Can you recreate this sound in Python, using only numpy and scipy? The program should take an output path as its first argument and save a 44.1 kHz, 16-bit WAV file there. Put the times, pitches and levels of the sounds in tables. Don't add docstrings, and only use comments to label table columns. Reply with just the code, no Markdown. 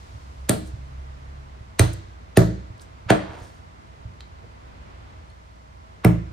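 import sys
import numpy as np
from scipy import signal
from scipy.fft import rfft, irfft, next_fast_len
from scipy.io import wavfile
from scipy.ndimage import uniform_filter1d

SR = 44100
rng = np.random.default_rng(int(sys.argv[2]) if len(sys.argv) > 2 else 0)


def int16_out(signal):
    q = np.round(np.clip(np.atleast_2d(signal).T, -1, 1) * 32767)
    wavfile.write(sys.argv[1], SR, q.astype(np.int16))


N = 278712
TIME = np.arange(N) / SR
AGE = np.arange(SR) / SR
LEAD_S = .2
OPPOSITE = np.array([[1], [-1]])

# (time [s], table thump [dB], push [ms], slap [dB], board knock [dB], knock tilt [dB/octave],
# board ring [Hz], board ring [dB], bone crack [dB], crack dull above [Hz], bone ring [Hz], bone ring [dB],
# edge ring [Hz], edge ring [dB], cut through the meat [ms], snap [dB], snap tilt [dB/octave])
CHOPS = [(0.4943, -19.5, 1.5, -24.5, -19, -1.5, 242, -28.5, -23.5, 8500, 760, -28.5, 10000, -25, 2.6, -18.5, -4),
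         (1.7950, -7, 6.75, -20, -23, 1.5, 337.6, -28.5, -21, 7500, 2000, -26, 6320, -29, 3.1, -18.5, -7),
         (2.3728, -7, 2.2, -14, -15, 1.4, 375.7, -20.5, -22, 5500, 1820, -24, 4480, -40.5, 3.9, -23.5, 5),
         (3.1040, -18.5, 1.1, -18.5, -13, 2, 658, -28, -16.5, 2510, 1700, -25, 3210, -29, 5.5, -28, -10.5),
         (6.0486, -6.5, 3.2, -14, -16, -4, 324, -29.5, -22, 1630, 2100, -26, 5250, -38.5, 2.6, -30, 6.5)]
# (frequency [Hz], level [dB], t60 [s])
TABLE_MODES = [(61.7, -18, 1), (92.7, -17, 0.77), (102.8, 5.5, 0.088), (115.2, -4.5, 0.34),
               (146, -12.5, 0.41), (163.2, -11, 0.17), (172.7, -4.5, 0.32), (189.3, -24, 0.51)]
# (frequency [Hz], level [dB], t60 [s])
BOARD_MODES = [(211, 4, .045), (316, -1.5, 0.13), (395, -7, 0.079), (430, -1, 0.037), (515, -13, 0.047),
               (584, -1.5, 0.073), (644.4, -8.5, .07), (748.4, -14.5, 0.075), (908, -13, .06),
               (1010, -21.5, 0.11)]
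# (frequency [Hz], level [dB], t60 [s])
BLADE_MODES = [(1205, -3, .12), (1295, -2, .15), (1390, -2, .17), (1490, -4, .15), (1669, -2, .1),
               (1722, -1, .11), (1785, -2, .08), (1960, -2, .12), (2360, -6, .12), (6500, -9, .12),
               (8474, -6, .12)]
# (frequency [Hz], level [dB])
CRACK_SPECTRUM = [(200, -17), (600, -0.5), (1150, 1.5), (1550, -3.5), (2050, -4), (3000, -6.5), (4200, -4),
                  (5600, -9), (6800, -3), (9000, -23.5), (16000, -28)]
# (frequency [Hz], level [dB])
SNAP_SPECTRUM = [(2000, -22.5), (6000, -19.5), (7700, -4), (8500, 4.5), (10600, 1), (11800, -12.5),
                 (13300, 4.5), (15000, -10.5), (16500, -29)]
# (frequency [Hz], level [dB])
SLAP_SPECTRUM = [(70, 2), (130, 5), (230, -2), (310, 3), (410, 6), (560, 0), (900, -21.5), (2000, -37.5),
                 (8000, -71)]
CRUNCH_MS = 2
SNAP_SWELL_MS, SNAP_FADE_MS = 1.4, 0.93
BOARD_RING_T60_S, BONE_T60_S, EDGE_T60_S = 0.097, .014, .014
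BEND_LAG_CYCLES, BEND_LOWEST_HZ = 1.036, 100

# (time [s], level [dB])
BUMPS = [(0.14, -34), (0.733, -29.5), (1.606, -35), (2.699, -33.5), (3.06, -30), (3.29, -33.5),
         (3.414, -34.5), (4.052, -29), (4.437, -40.5)]
BUMP_PUSH_MS = 6.3
# (time [s], level [dB])
REKNOCKS = [(0.529, -32), (2.418, -22.5), (3.149, -23)]
REKNOCK_BLADE_DB = -16.5
# (time [s], level [dB], centre [Hz], width [Hz], fade [ms])
CLICKS = [(1.9315, -43.5, 8900, 8000, 2.5), (2.779, -65.5, 7000, 6000, 1.5), (2.797, -54.5, 3820, 2030, 5),
          (4.207, -49.5, 3870, 2490, 1.9)]
# (time at the loudest [s], level [dB], centre [Hz], width [Hz], swell [ms],
# fade [ms], grains [1/s])
NOISE_BURSTS = [(0.677, -50.5, 7970, 6930, 22.1, 15, 1500), (2.815, -51.5, 6800, 8900, 7, 15, 3500),
                (3.094, -31.5, 1420, 1500, 3.4, 6.1, 5900), (3.218, -35.5, 850, 1340, 64, 55, 1000),
                (3.335, -32, 590, 1200, 126, 82, 820), (3.438, -47.5, 5360, 8200, 80, 90, 1100),
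                (4.446, -49, 392, 410, 19, 17, 300), (4.675, -53, 700, 1380, 40, 50, 150),
                (6.04, -39, 1200, 1400, 3, 9, 3000)]
# (frequency [Hz], level [dB], t60 [s])
TING_MODES = [(1613, -2, 0.09), (5120, -2.5, 0.04), (6045, -6, 0.05), (7790, 0, 0.04), (8952, -3, 0.04)]
TING_S, TING_DB = 2.817, -53
# (frequency [Hz], level [dB], t60 [s])
PING_MODES = [(4242, 0, .045), (8549, -8, .04), (9700, -9, .02)]
PING_S, PING_DB = 5.3, -61
# (frequency [Hz], level [dB], t60 [s])
TICK_MODES = [(1900, -10, .008), (2600, -10, .006), (3400, -4, .006), (3850, 0, .01), (6500, -12, .005)]
TICK_S, TICK_DB = 4.2065, -46

# (frequency [Hz], phase by which left leads [rad], left minus right [dB])
PORTS = [(100, -.3, -3), (250, -.3, -4.5), (400, -.3, -4.5), (800, 1.1, -4), (1300, .5, -1.5),
         (2000, -.7, -1.5), (3000, .6, -2.5), (5500, .2, -1.5), (7500, 1.7, 0), (11800, -2.8, 0),
         (16000, -8.8, 0)]
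# (frequency [Hz], level against the sound sent in [dB], late t60 [s], likeness of left and right [-1 to 1])
ROOM = [(100, -13, 0.59, 0.78), (183, -8, 0.73, 0.3), (310, -1, 0.64, 0.42), (582, 3, 0.48, -.45),
        (944, 1.5, 0.34, -.4), (1600, -3, 0.63, -0.1), (4236, -2, 0.71, 0.47), (6760, -2, 0.58, -0.16),
        (8800, -10, 0.3, 0.3), (14680, -10.5, 0.24, -0.35)]
# (frequency [Hz], level at resonance against the sound sent in [dB], t60 [s])
STANDING = [(193, 6, .4), (311.7, 3, 0.42), (332, 4.5, 0.64), (408.4, 3, 0.28), (479, -4.5, 0.34),
            (533, 0.5, 0.58), (560, 2, 0.43), (625, 5.5, 0.34), (665, 2.5, 0.31), (742, 4.5, 0.24),
            (813, 0.5, 0.35), (902, 8, .3), (971.6, 6.5, 0.25)]
# (delay at the left port [s], delay at the right port [s], level [dB])
WALLS = [(0.0109, .0107, -13), (0.0198, .019, -9.5), (.0475, .0478, -16)]

# (full level from [s], full level until [s], mean firing rate [Hz], level before the swell [dB])
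ENGINE = [(0.43, 1.4, 67, -38), (4.062, 4.35, 66.9, -49.5)]
# (multiple of the firing rate [1], mean relative level [dB])
ENGINE_ORDERS = [(.5, -12), (1, 0), (2, -12)]
ENGINE_SWELL_S, ENGINE_FADE_S = 0.61, 0.28
HUM_HZ, HUM_DB = 60, -50
# (frequency [Hz], relative level per Hz [dB])
AIR_SPECTRUM = [(22, -33), (36, 2.5), (60, -4), (80, 6.5), (120, -3.5), (190, -9), (330, -15.5), (650, -19),
                (1100, -21), (2100, -24), (4000, -33), (8000, -47.5), (11000, -90), (16000, -74)]
AIR_DB = -48
# (frequency [Hz], width [Hz], level [dB])
AIR_RINGS = [(640, 50, -66), (2050, 160, -70)]
# (frequency [Hz], relative level [dB])
RUSH_SPECTRUM = [(100, -6), (300, -7), (650, 1), (1000, 5), (1400, -1.5), (2100, -19.5), (3200, -27), (14000, -66)]
HISS_DB, HISS_EXTRA_DB, HISS_SETTLE_S = -66, 7.5, 0.75
TOP_HZ = 15800


def chop(s, thump_db, push_ms, slap_db, knock_db, knock_tilt_db, board_hz, board_db, crack_db, dull_hz,
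         bone_hz, bone_db, edge_hz, edge_db, cut_ms, snap_db, snap_tilt_db,
         table_lag_s=0.0041, blade_db=-11, close_room_db=-7, thinned_below_hz=52):
    body, close, fractures, scattered = np.zeros((4, N))
    add(body, s, burst(ring(BLADE_MODES), crack_db + blade_db))
    add(close, s, burst(ring([(bone_hz, 0, BONE_T60_S)]), bone_db))
    add(close, s, burst(ring([(edge_hz, 0, EDGE_T60_S)]), edge_db))
    add(close, s, board_slap(slap_db, knock_tilt_db))
    knock = burst(ring(BOARD_MODES, knock_tilt_db), knock_db)
    strongest = burst(ring([(board_hz, 0, BOARD_RING_T60_S)]), board_db)
    add(body, s, bend(knock + strongest))
    add(body, s + table_lag_s, thump(thump_db, push_ms))
    body = high_pass(body, thinned_below_hz)
    close = high_pass(close, thinned_below_hz)

    bone = [(hz, db - 10 * np.log10(1 + (hz / dull_hz) ** 4)) for hz, db in CRACK_SPECTRUM]
    lowest_hz = SNAP_SPECTRUM[0][0]
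    snap = [(hz, db + snap_tilt_db * np.log2(hz / lowest_hz)) for hz, db in SNAP_SPECTRUM]
    for outline, db, swell_ms, fade_ms in [(bone, crack_db, cut_ms, CRUNCH_MS),
                                           (snap, snap_db, SNAP_SWELL_MS, SNAP_FADE_MS)]:
        add(fractures, s - LEAD_S, fracture(outline, db, swell_ms, fade_ms))
        add(scattered, s, burst(colour(signal.unit_impulse(SR), outline), db))
    direct = at_ports(body + close + fractures)
    return direct + kitchen(body + undb(close_room_db) * close + scattered)


def fracture(outline, db, swell_ms, fade_ms, meat_db=-6):
    softness = np.where(AGE < LEAD_S, undb(meat_db), 1)
    breaks = softness * crunch(swell_ms, fade_ms, spread_db=3.0)
    return burst(colour(breaks, outline), db)


def crunch(swell_ms, fade_ms, spread_db):
    sizes = rng.standard_normal(SR) * undb(spread_db * rng.exponential(size=SR))
    return sizes * swell_and_fade(swell_ms, fade_ms)


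def board_slap(db, tilt_db):
    outline = [(hz, level + tilt_db * np.log2(hz)) for hz, level in SLAP_SPECTRUM]
    return bend(burst(colour(signal.unit_impulse(SR), outline), db))


def bend(x):
    size = 2 * len(x)
    hz = np.arange(len(x) + 1) * SR / size
    lag_s = BEND_LAG_CYCLES / np.hypot(hz, BEND_LOWEST_HZ)
    phase = -2 * np.pi * np.cumsum(lag_s) * hz[1]
    return irfft(rfft(x, size) * np.exp(1j * phase))[:len(x)]


def thump(db, push_ms, build_s=0.008):
    push = np.sin(np.pi * np.minimum(AGE * 1000 / push_ms, 1))
    boom = ring(TABLE_MODES) * (1 - np.exp(-AGE / build_s))
    return burst(signal.fftconvolve(boom, push)[:SR], db)


def ring(modes, tilt_db=0):
    hz, db, t60 = np.transpose(modes)[:, :, None]
    share = undb(db + tilt_db * np.log2(hz) + 1.5 * rng.standard_normal(db.shape))
    hz = hz * (1 + .008 * rng.standard_normal(hz.shape))
    return np.sum(share * np.sin(2 * np.pi * hz * AGE) * decay(t60), axis=0)


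def handling():
    out = np.zeros(N)
    for s, db in BUMPS:
        add(out, s, thump(db, BUMP_PUSH_MS, build_s=0.00043))
    for s, db in REKNOCKS:
        add(out, s, burst(bend(ring(BOARD_MODES, tilt_db=1.0)), db))
        add(out, s, burst(ring(BLADE_MODES), db + REKNOCK_BLADE_DB))
    for s, db, hz, width_hz, fade_ms in CLICKS:
        contact = crunch(0.32, fade_ms, spread_db=7.0)
        add(out, s - LEAD_S, burst(resonate(contact, hz, width_hz), db))
    add(out, TICK_S, burst(ring(TICK_MODES), TICK_DB))
    add(out, TING_S, burst(ring(TING_MODES), TING_DB))
    add(out, PING_S, burst(ring(PING_MODES), PING_DB))
    for s, db, hz, width_hz, swell_ms, fade_ms, per_s in NOISE_BURSTS:
        rub = grains(swell_ms, fade_ms, per_s)
        add(out, s - LEAD_S, burst(resonate(rub, hz, width_hz), db))
    return out


def grains(swell_ms, fade_ms, per_s, spread_db=6, smear=.04):
    caught = rng.random(SR) < per_s / SR
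    sizes = np.sign(rng.standard_normal(SR)) * undb(spread_db * rng.random(SR))
    rub = smear * rng.standard_normal(SR)
    return (caught * sizes + rub) * swell_and_fade(swell_ms, fade_ms)


def at_ports(x):
    size = next_fast_len(N, real=True)
    hz, lead, pan_db = np.transpose(PORTS)
    freq = np.arange(size // 2 + 1) * SR / size
    half = OPPOSITE / 2
    phase = half * np.interp(freq, hz, lead)
    gain = undb(half * np.interp(freq, hz, pan_db))
    return irfft(rfft(x, size) * np.exp(1j * phase) * gain, size)[:, :N]


def kitchen(x, early_t60=0.24, late_db=-8, gap_s=0.002):
    hz, db, t60, likeness = np.transpose(ROOM)
    freq = np.arange(SR // 2 + 1)
    alike = np.interp(freq, hz, likeness)
    mid, side = rfft(rng.standard_normal((2, SR)))
    noise = (np.sqrt(1 + alike) * mid + np.sqrt(1 - alike) * side * OPPOSITE) / np.sqrt(2)
    arrival = np.clip(AGE / gap_s - 1, 0, 1)
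    echo = standing_waves() + wall_echoes()
    for band, band_db, late_t60 in zip(np.eye(len(hz)), db, t60):
        fade = arrival * (decay(early_t60) + undb(late_db) * decay(late_t60))
        tail = irfft(noise * np.interp(freq, hz, band))
        echo = echo + tail * undb(band_db) * fade / np.linalg.norm(fade)
    return signal.fftconvolve(echo, x[None], axes=1)[:, :N]


def standing_waves(spread_rad=0.88):
    hz, db, t60 = np.transpose(STANDING)[:, :, None]
    phases = spread_rad * rng.standard_normal((2, len(hz), 1))
    unit_gain = 2 * np.log(1000) / t60 / SR
    return np.sum(undb(db) * unit_gain * decay(t60) * np.sin(2 * np.pi * hz * AGE + phases), axis=1)


def wall_echoes(low_hz=160, high_hz=2200):
    echo = np.zeros((2, SR))
    for left_s, right_s, db in WALLS:
        echo[0, int(left_s * SR)] += undb(db)
        echo[1, int(right_s * SR)] += undb(db)
    return signal.sosfilt(signal.butter(2, [low_hz, high_hz], "band", fs=SR, output="sos"), echo)


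def engine():
    out = 0
    for start, end, hz, db in ENGINE:
        phase = 2 * np.pi * np.cumsum(hz * (1 + 0.0091 * walk(7))) / SR
        drone = sum(undb(part_db + 2 * walk(8.8)) * np.sin(k * phase) for k, part_db in ENGINE_ORDERS)
        before = np.minimum(TIME - start, 0)
        after = np.maximum(TIME - end, 0)
        out = out + steady(drone, db) * np.exp(before / ENGINE_SWELL_S - after / ENGINE_FADE_S)
    return out


def hum(waver_db=3):
    return steady(np.sin(2 * np.pi * HUM_HZ * TIME), HUM_DB) * undb(waver_db * walk(2.2))


def air(rush_db=-52.5, wide_above_hz=170, hiss_hz=4300, hiss_width_hz=5500):
    mid, side = steady(colour(rng.standard_normal((2, N)), AIR_SPECTRUM), AIR_DB) * undb(walk(2.1))
    side = high_pass(side, wide_above_hz)
    rush = steady(colour(rng.standard_normal(N), RUSH_SPECTRUM), rush_db) * undb(0.47 * walk(3.2))
    hiss = steady(resonate(rng.standard_normal((2, N)), hiss_hz, hiss_width_hz), 0)
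    hiss_db = HISS_DB + HISS_EXTRA_DB * np.exp(-TIME / HISS_SETTLE_S)
    rings = 0
    for hz, width_hz, db in AIR_RINGS:
        rings = rings + steady(resonate(rng.standard_normal((2, N)), hz, width_hz), db)
    return mid + rings + (side + rush) * OPPOSITE + hiss * undb(hiss_db)


def walk(rate):
    k = int(SR / rate)
    held = np.repeat(rng.standard_normal(N // k + 1), k)
    return steady(uniform_filter1d(uniform_filter1d(held, k), k)[:N], 0)


def colour(x, points):
    size = 2 * next_fast_len(x.shape[-1])
    hz, db = np.transpose(points)
    freq = np.arange(size // 2 + 1) * SR / size
    outline = np.interp(np.log(freq + 1), np.log(hz), db)
    cepstrum = irfft(np.log(undb(outline)))
    cepstrum[1:size // 2] *= 2
    cepstrum[size // 2 + 1:] = 0
    return irfft(rfft(x, size) * np.exp(rfft(cepstrum)))[..., :x.shape[-1]]


def resonate(x, hz, width_hz):
    b, a = signal.iirpeak(hz, hz / width_hz, fs=SR)
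    return signal.lfilter(b, a, signal.lfilter(b, a, x))


def high_pass(x, hz):
    return signal.sosfilt(signal.butter(2, hz, "high", fs=SR, output="sos"), x)


def decay(t60):
    return np.exp(-np.log(1000) * AGE / t60)


def swell_and_fade(swell_ms, fade_ms):
    ms = (AGE - LEAD_S) * 1000
    return np.exp(np.where(ms < 0, ms / swell_ms, -ms / fade_ms))


def undb(db):
    return 10 ** (np.asarray(db) / 20)


def burst(x, db):
    return x * undb(db) / np.sqrt(np.sum(x ** 2) / (SR / 100))


def steady(x, db):
    return x * undb(db) / np.std(x)


def add(track, s, x):
    start = int(round(s * SR))
    a, b = max(start, 0), min(start + len(x), N)
    track[a:b] += x[a - start:b - start]


def scene(pan_db=-1.2, handling_room_db=-3):
    chops = sum(chop(*row) for row in CHOPS)
    small = handling()
    small_sounds = at_ports(small) + undb(handling_room_db) * kitchen(small)
    background = (engine() + hum() + air()) * undb(pan_db * OPPOSITE / 2)
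    return chops + small_sounds + background


def record(dry):
    thin = high_pass(dry, 40)
    rounded = thin / (1 + thin ** 6) ** (1 / 6)
    return signal.sosfilt(signal.ellip(8, .2, 70, TOP_HZ, fs=SR, output="sos"), rounded)


dry = scene()
out = record(dry)
int16_out(out)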